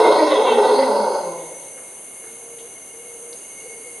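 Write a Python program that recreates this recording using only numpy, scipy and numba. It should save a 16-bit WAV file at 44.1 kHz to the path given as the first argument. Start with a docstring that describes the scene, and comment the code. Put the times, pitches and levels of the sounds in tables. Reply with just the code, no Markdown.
"""A howler monkey ends a long roar in the canopy: ragged vocal pulses sink in pitch and ring its throat,
sac and mouth, with a rasp of air and short falling squeals on top. It closes on a low grunt, and the
trees carry the sound away. A few ticks in the leaves and three faint hoots follow, and a thin insect
whine joins near the end. Cicadas, a cricket and far rustling go on throughout, over the dawn hush."""
import sys
import numpy as np
from scipy import signal
from scipy.fft import rfft, irfft
from scipy.io import wavfile
from scipy.ndimage import uniform_filter1d, minimum_filter1d, map_coordinates
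from numba import njit

SR = 44100
rng = np.random.default_rng(int(sys.argv[2]) if len(sys.argv) > 2 else 0)


def log_audio(samples):
    """Write samples as a 16-bit WAV file to the path given in sys.argv[1]."""
    # one column per channel
    frames = np.atleast_2d(samples).T
    # limit to full scale, then quantise
    limited = np.clip(frames, -1, 1)
    pcm = np.round(limited * 32767).astype(np.int16)
    wavfile.write(sys.argv[1], SR, pcm)


N = 176400
TIME = np.arange(N) / SR
SIDE = np.array([[1], [-1]])  # adds to the left, subtracts from the right

# the sinking line of the vocal folds: time_s, pitch_hz, roughness (0-1)
FOLD_PITCH = [(0, 340.1, 0.83), (.14, 325.4, 0.77), (.21, 313.4, 0.42), (.29, 299.4, 0.59),
              (.4, 272.6, 0.79), (.56, 235.2, .7), (.73, 248.4, 0.88), (.79, 267.5, 0.32), (.86, 250, 0.42),
              (.9, 218.4, 0.55), (1.03, 212.6, .6), (1.18, 188.3, 0.81), (1.255, 176.1, 0.32),
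              (1.35, 166.2, .33), (1.5, 154.8, 0.36)]
# swells of the throat sac: start_s, length_s, pitch_hz, glide_hz_per_s, level_db
SAC_BOOMS = [(-.02, 0.1, 446, 2, -12.5), (0.065, 0.064, 431.4, -200, -11), (0.091, 0.042, 548, 9, -13),
             (0.195, 0.061, 563, -4, -18.5), (0.293, .06, 548, -700, -11.5),
             (0.359, 0.075, 427.5, 399, -13.5), (0.463, .05, 502, -300, -15.5),
             (0.494, 0.051, 442.4, 2.5, -13.5), (0.563, 0.0744, 426, -100, -12),
             (0.693, .065, 428, -200, -10.5), (0.771, 0.065, 548, -4.5, -15),
             (0.865, 0.069, 434.7, -500, -20), (.913, 0.053, 557.6, -400, -16.5)]


def roar():
    """The throbbing folds drive throat, mouth and sac, harder on each boom; rasp and squeals ride on top."""
    # contour of the roar: time_s, level_db
    effort_curve = [(0, -18), (.2, -19), (.27, -23.5), (.34, -24.5), (.44, -21.5), (.5, -20), (.545, -23.5),
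                    (.59, -21.5), (.67, -19), (.73, -22), (.82, -22.5), (1.04, -23.5), (1.18, -26),
                    (1.235, -33.5), (1.3, -36.5), (1.42, -46), (1.52, -56)]
    push_db, low_cut_hz = 1.5, 173
    voice, air, cycles = vocal_folds()
    flap = throb()
    push = sum(gate(start, length, length / 2) for start, length, *_ in SAC_BOOMS)
    effort = fading(effort_curve) * flap * undb(push_db * push)
    body = (throat(voice) + mouth(voice + .5 * air)) * effort
    chest = throat_sac(voice + air) * effort + booms()
    buzz = air + .5 * voice + 1.2 * overtones()
    tones = clean_voice(cycles) + grunt(cycles)
    edge = flicker(rasp(buzz) + teeth_hiss(buzz)) * np.sqrt(flap) + squeals()
    call = chest + tones + pan(body, db=-1) + pan(edge, db=-2)
    return signal.sosfilt(signal.butter(4, low_cut_hz, "high", fs=SR, output="sos"), call)


def vocal_folds():
    """Uneven pulses, each with a puff of air. 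Gives the voice, the air alone and a smooth cycle count."""
    jitter, shimmer_db = .14, 1
    hz, rough = curve(FOLD_PITCH), curve(FOLD_PITCH, column=2)
    cycles = np.cumsum(hz * np.exp(jitter * rough * walk(220))) / SR
    pulses = np.zeros(N)
    pulses[np.flatnonzero(np.diff(np.floor(cycles)) > 0)] = 1
    size = undb(shimmer_db * rough * walk(110))
    air = unit(np.exp(-(cycles % 1) / 0.7) * rng.standard_normal(N))
    smooth_cycles = np.cumsum(hz * (1 + 0.0053 * walk(48.8))) / SR
    return unit(size * (unit(pulses) + rough * air)), unit(size * air), smooth_cycles


def throb():
    """The loose throat flaps unevenly and chokes the flow briefly once a cycle."""
    rate_hz, scatter, choke_db = 22, .18, -6
    cycles = np.cumsum(rate_hz * (1 + scatter * walk(11.95))) / SR
    return unit(undb(choke_db * np.sin(np.pi * cycles) ** 4))


def throat(voice):
    """The throat's steady resonances give the roar its body."""
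    # throat resonances: centre_hz, width_hz, relative_db
    resonances = [(339.6, 169, -5.5), (484, 93, 0.5), (722, 210, -2.5), (822, 260, -3), (1092, 147, -7),
                  (1244, 155, -12.5), (1400, 85, -11.5), (1498, 94, -11.5)]
    return resonate(voice, resonances) * undb(-1.5)


def mouth(voice):
    """One moving, saturated resonance gives the roar its vowel."""
    # path of the mouth resonance: time_s, centre_hz
    vowel = [(0, 980), (.07, 922), (.2, 963), (.28, 1010), (.34, 1055), (.4, 880), (.48, 964), (.53, 850),
             (.61, 880), (.7, 955), (.82, 902), (.93, 932), (1.2, 880), (1.29, 1012), (1.4, 895)]
    return saturate(formant(voice, curve(vowel), width_hz=121)) * undb(-3)


def throat_sac(voice):
    """Two saturated resonances shift together as the sac tightens and slackens."""
    # sac resonances: centre_hz, width_hz, level_db
    resonances = [(413.8, 95, -8), (538.6, 97.3, -2)]
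    # stretch of the sac: time_s, tuning_shift_percent
    stretch = [(0, -4), (.12, -0.5), (.24, 6), (.4, 0.5), (.51, -4), (.63, 4), (.74, -5), (.95, 4),
               (1.13, -5), (1.19, 3.5), (1.35, 1)]
    tuning = 1 + curve(stretch) / 100
    return sum(saturate(formant(voice, hz * tuning, width)) * undb(db) for hz, width, db in resonances)


def booms():
    """The sac swells briefly into nearly pure tones that glide and waver."""
    out = 0
    for start, length, hz, glide, db in SAC_BOOMS:
        bend = glide * (np.clip(TIME - start, 0, length) - length / 2)
        pitch = hz * (1 + 0.0148 * walk(90.7)) + bend
        out += sine(pitch) * gate(start, length, min(length / 2, .035)) * undb(db)
    return out


def clean_voice(cycles):
    """In places the fundamental and its octave ring clean through the roar."""
    # clean stretches: start_s, length_s, level_db
    stretches = [(0.164, 0.11, -19.5), (0.487, 0.11, -31), (0.757, 0.12, -28.5), (0.868, 0.088, -32),
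                 (0.979, 0.071, -33.5)]
    octave_db, fade_db_per_s = -2.5, 20
    tone = np.sin(2 * np.pi * cycles) + undb(octave_db) * np.sin(4 * np.pi * cycles)
    envelope = sum(undb(db - fade_db_per_s * (TIME - start)) * gate(start, length, edge_s=.03)
                   for start, length, db in stretches)
    return np.sqrt(2) * tone * envelope


def overtones():
    """The steadier part of the folds' buzz, which streaks the rasp with overtones."""
    cycles = np.cumsum(curve(FOLD_PITCH) * (1 + .011 * walk(60))) / SR
    return unit(np.diff(np.floor(cycles), prepend=0))


def rasp(buzz):
    """Air and buzz rasp in three bands, each on its own fader."""
    # resonances of the low and middle bands: centre_hz, width_hz, relative_db
    low_band = [(1975, 216, 0)]
    middle_band = [(2690, 300, -4), (3330, 340, 0), (3660, 340, -2), (6400, 900, -18)]
    # their faders, ahead of the trims: time_s, low_db, middle_db
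    faders = [(0.0, -31, -33), (0.036, -36, -37), (0.064, -30, -32), (0.116, -50, -34), (0.21, -32, -35),
              (0.254, -46, -38.5), (0.31, -29.5, -29.5), (0.452, -46, -33.5), (0.48, -38, -29.5),
              (.58, -34.5, -34), (0.766, -39, -37.5), (0.822, -26, -37), (0.924, -67, -45.5),
              (1.45, -51.5, -56)]
    # fader of the top band: time_s, level_db
    top_fader = [(0, -42), (.33, -42.5), (.45, -51), (.6, -46), (1, -45), (1.19, -57), (1.3, -68)]
    low = resonate(buzz, low_band) * fading(faders) * undb(-4.5)
    middle = resonate(buzz, middle_band) * fading(faders, column=2) * undb(-3)
    top = band(buzz, hz=5135, width_hz=530) * fading(top_fader)
    return low + middle + top


def teeth_hiss(buzz):
    """Air hisses past the teeth in one moving band."""
    # path of the hiss: time_s, centre_hz, relative_db
    path = [(0, 4000, -36.5), (.12, 4000, -35), (.21, 4350, -34), (.27, 4100, -39), (.32, 4200, -40.5),
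            (.43, 4070, -46), (.5, 3747, -32), (.57, 4020, -43), (.69, 4200, -40), (.76, 4250, -32),
            (.82, 4460, -36), (.9, 4270, -38), (.99, 4440, -40), (1.16, 4540, -41.5), (1.24, 4350, -52),
            (1.35, 4030, -59)]
    return formant(buzz, curve(path), width_hz=765) * fading(path, column=2) * undb(-1)


def flicker(x):
    """Narrow bands of the rasp flicker in level, each on its own."""
    depth_db, rate_hz = 2.5, 22
    spectrum, f = rfft(x), np.fft.rfftfreq(N, 1 / SR)
    centres = np.arange(1500, 6001, 300)
    strips = (irfft(spectrum * np.interp(f, centres, centres == hz), N) for hz in centres)
    return sum(strip * unit(undb(depth_db * walk(rate_hz))) for strip in strips)


def squeals():
    """The folds briefly ring with clear, sagging overtones, heard through one bright resonance."""
    # squeals: start_s, length_s, pitch_hz, bright_centre_hz, width_hz, level_db
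    cries = [(0.019, 0.097, 431, 2220, 286, -29), (0.178, 0.049, 328.6, 2100, 300, -27),
             (0.284, 0.077, 346, 3480, 900, -32), (0.447, 0.11, 469.4, 2730, 1040, -30.5),
             (0.757, 0.094, 259.5, 2022, 330, -40)]
    sag_per_s, waver = 0.648, 0.0072
    out = np.zeros(N)
    for start, length, hz, centre, width, db in cries:
        window = gate(start, length, edge_s=0.039)
        on = window > 0
        pitch = hz * np.exp(-sag_per_s * TIME[:on.sum()] + waver * walk(150)[on])
        phase = 2 * np.pi * np.cumsum(pitch) / SR
        stack = 0
        for k in range(3, 13):
            off_centre = 2 * (k * pitch - centre) / width
            stack += np.sin(k * phase + rng.uniform(0, 2 * np.pi)) / (1 + off_centre ** 4)
        out[on] += unit(stack) * window[on] * undb(db)
    return out


def grunt(cycles):
    """The roar closes on a low voiced grunt that swells and sinks away."""
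    # harmonics from the fundamental up: level_db
    harmonics = (-39.5, -42, -36, -45.5, -49, -46)
    start_s, attack_s, fade_after_s, fade_db_per_s, rough_db = 1.22, 0.043, 0.11, 98, 3
    age = TIME - start_s
    envelope = np.clip(age / attack_s, 0, 1) * undb(-fade_db_per_s * np.maximum(age - fade_after_s, 0))
    tone = sum(undb(db + rough_db * walk(70)) * np.sin(2 * np.pi * k * cycles)
               for k, db in enumerate(harmonics, 1))
    return np.sqrt(2) * envelope * tone


def hoots():
    """Each faint hoot scoops up to its pitch and swells; rougher ones do so less and waver more."""
    # hoots: start_s, length_s, pitch_hz, level_db, roughness (0-1)
    calls = [(2.212, .47, 468.6, -42.5, 0.18), (2.922, 0.45, 473.7, -42, 0.35),
             (3.579, 0.94, 459.7, -44, 0.67)]
    scoop, scoop_s, swell_db, waver = 0.073, 0.1384, 9.5, 0.057
    out = 0
    for start, length, hz, db, rough in calls:
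        age = np.maximum(TIME - start, 0)
        pitch = hz * (1 - scoop * (1 - rough) * np.exp(-age / scoop_s) + waver * rough * walk(70))
        swell = swell_db * (1 - rough) * (np.minimum(age / length, 1) - 1)
        tremble = 6 * rough * walk(55)
        out += sine(pitch) * undb(db + swell + tremble) * gate(start, length, edge_s=.03)
    return out


def leaf_ticks():
    """Drips or twigs: short bursts of noise in the leaves."""
    # ticks: start_s, level_db, centre_hz, width_hz, decay_s
    hits = [(1.775, -48.5, 1503, 1073, 0.051), (2.239, -49.5, 1450, 1300, 0.049),
            (2.586, -46.5, 3470, 1400, 0.024), (3.327, -37, 4450, 1260, 0.0081)]
    attack_s = 0.0011
    out = 0
    for start, db, hz, width, decay in hits:
        age = np.maximum(TIME - start, 0)
        out += noise_band(hz, width) * undb(db) * np.minimum(age / attack_s, 1) * np.exp(-age / decay)
    return out


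def cicadas():
    """Many cicadas blend into fluttering, slowly swelling bands of hiss; the faint lowest band is a cricket's
    higher note."""
    # chorus bands: centre_hz, width_hz, level_db, left_minus_right_db
    chorus = [(2855, 99, -60, 3.5), (6142, 170, -49.5, 4), (6446, 316, -48, -2.5), (7290, 130, -60.5, 11),
              (9240, 1780, -42, -0.5), (10290, 1430, -44.5, 1)]
    spread, flutter_db, swell_db = 0.29, 0.28, 1.4
    out = 0
    for hz, width, db, pan_db in chorus:
        hiss = noise_band(hz, width) + spread * noise_band(hz, width) * SIDE
        level = undb(db + flutter_db * walk(60) - swell_db * walk(2.76))
        out += pan(hiss * level, pan_db)
    return out


def cricket():
    """A cricket holds one quivering note: noise rung twice through a narrow resonance."""
    # the cricket's fader: time_s, level_db
    fader = [(0, -37.5), (1.5, -53), (2.2, -54), (3.43, -55), (3.63, -46), (4, -48.5)]
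    pitch_hz, width_hz = 2170, 38.6
    b, a = signal.iirpeak(pitch_hz, pitch_hz / width_hz / np.sqrt(2), fs=SR)
    mid, side = (unit(signal.lfilter(b, a, signal.lfilter(b, a, noise)))
                 for noise in rng.standard_normal((2, N)))
    return (mid + 0.5 * side * SIDE) * undb(curve(fader))


def far_rustle():
    """Leaves rustle unevenly far away."""
    # rustle bands: centre_hz, width_hz, level_db
    bands = [(3080, 1100, -73), (3130, 330, -73), (3930, 860, -69), (4450, 250, -89)]
    swell_db = 4
    return sum(noise_band(hz, width) * undb(db + swell_db * walk(11)) for hz, width, db in bands)


def insect_whine():
    """A thin insect whine comes in near the end."""
    # whine bands: centre_hz, width_hz, level_db
    bands = [(4540, 190, -64), (4780, 160, -74), (5330, 140, -72)]
    whine = sum(noise_band(hz, width) * undb(db) for hz, width, db in bands)
    return whine * gate(start_s=3.52, length_s=0.51, edge_s=0.11)


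def forest_reverb(x):
    """Near trunks and leaves scatter the sound into a soft tail; the far forest adds a long, hollow one."""
    # colour of the far tail: centre_hz, width_hz, relative_db
    hollow = [(545, 290, 0), (900, 250, -9)]
    predelay_s, attack_s = 0.013, 0.0045
    age = np.maximum(TIME - predelay_s, 0)
    far = np.array([resonate(channel, hollow) for channel in diffuse_noise()])
    response = 0
    for noise, t60_s, db in ((diffuse_noise(), 0.83, -6), (far, 1.75, -25.5)):
        tail = noise * np.minimum(age / attack_s, 1) * undb(-60 * age / t60_s)
        response += undb(db) * tail / np.sqrt(np.sum(tail ** 2) / 2)
    return x + signal.fftconvolve(x, response, axes=1)[:, :N]


def dawn_hush():
    """The forest's steady bed of soft, dark noise."""
    # tone of the hush: frequency_hz, relative_db
    spectrum = [(25, -10), (60, -13), (120, -3), (220, 0.5), (400, 7), (560, 5.5), (850, 1), (1200, -5),
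                (1700, -8), (2600, -7.5), (3600, -13.5), (4700, -14), (5500, -34), (12000, -55)]
    return unit(np.array([colour(channel, spectrum) for channel in diffuse_noise()])) * undb(-47)


def diffuse_noise():
    """Stereo noise, narrow in the bass and wider in the treble."""
    # stereo width: frequency_hz, side_minus_mid_db
    spread = [(120, -27), (280, -39), (520, -18), (1000, -3.5), (4000, -5.5)]
    return rng.standard_normal(N) + colour(rng.standard_normal(N), spread) * SIDE


def undb(db):
    """Decibels to gain."""
    return 10 ** (np.asarray(db) / 20)


def unit(x):
    """Scale to rms 1."""
    return x / np.sqrt(np.mean(x ** 2))


def curve(table, column=1):
    """One column of a table, joined by straight lines in time."""
    rows = np.array(table, float)
    return np.interp(TIME, rows[:, 0], rows[:, column])


def fading(table, column=1):
    """Smoothed gain from a level curve that dies away after its last point."""
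    fade_db_per_s, slew_s = 80, 0.0054
    db = curve(table, column) - fade_db_per_s * np.maximum(TIME - table[-1][0], 0)
    return uniform_filter1d(undb(db), int(slew_s * SR))


def gate(start_s, length_s, edge_s):
    """Smooth attack, hold and release."""
    age = TIME - start_s
    return np.sin(np.pi / 2 * np.clip(np.minimum(age, length_s - age) / edge_s, 0, 1)) ** 2


def walk(rate_hz):
    """Smooth random motion with a spread of 1."""
    steps = rng.standard_normal(4096)
    return unit(map_coordinates(steps, [TIME * rate_hz + 8], order=3, mode="mirror"))


def sine(pitch_hz):
    """A tone of rms 1 that follows a pitch curve."""
    return np.sqrt(2) * np.sin(2 * np.pi * np.cumsum(pitch_hz) / SR)


def resonate(x, table):
    """A bank of resonances whose powers add, scaled to rms 1."""
    f = np.fft.rfftfreq(N, 1 / SR) + 1
    power = sum(undb(db) ** 2 / (1 + ((f * f - hz * hz) / (f * width)) ** 2 / 2) ** 3
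                for hz, width, db in table)
    return unit(irfft(rfft(x) * np.sqrt(power), N))


def band(x, hz, width_hz):
    """A single steady resonance."""
    return resonate(x, [(hz, width_hz, 0)])


def noise_band(hz, width_hz):
    """Noise through one resonance."""
    return band(rng.standard_normal(N), hz, width_hz)


@njit
def sweep(x, hz, width_hz):
    """A state-variable band-pass whose centre moves."""
    out, band_state, low_state = np.empty(len(x)), 0., 0.
    for i in range(len(x)):
        g, damping = np.tan(np.pi * hz[i] / SR), width_hz / hz[i]
        passed = (band_state + g * (x[i] - low_state)) / (1 + g * (g + damping))
        band_state = 2 * passed - band_state
        low_state += 2 * g * passed
        out[i] = damping * passed
    return out


def formant(x, hz, width_hz):
    """A moving resonance, applied three times for steep skirts."""
    for _ in range(3):
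        x = sweep(x, hz, 2. * width_hz)
    return unit(x)


def saturate(x):
    """Softly limit the size of a swing, keeping its phase."""
    swing = signal.hilbert(unit(x))
    return unit(swing.real / np.hypot(abs(swing), .5))


def colour(x, points):
    """Equalise by (frequency_hz, gain_db) points."""
    hz, db = np.array(points, float).T
    f = np.fft.rfftfreq(len(x), 1 / SR) + 1
    return irfft(rfft(x) * undb(np.interp(np.log(f), np.log(hz), db)), len(x))


def pan(x, db):
    """Place a sound by its left minus right level."""
    return x * undb(SIDE * db / 2)


def scene():
    """The monkey among the trees, over insects and the hush of the forest."""
    hush = dawn_hush()
    canopy = forest_reverb(roar() + leaf_ticks())
    return canopy + hoots() + cicadas() + cricket() + far_rustle() + insect_whine() + hush


def record(dry):
    """A limiter eases down the highest peaks, and a steep low-pass cuts the top."""
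    ceiling, top_hz, window = .9, 11600, SR // 100
    needed_gain = ceiling / np.maximum(abs(dry).max(axis=0), ceiling)
    gain = uniform_filter1d(minimum_filter1d(needed_gain, window), window)
    return signal.sosfilt(signal.ellip(10, .2, 80, top_hz, fs=SR, output="sos"), dry * gain)


dry = scene()
out = record(dry)
log_audio(out)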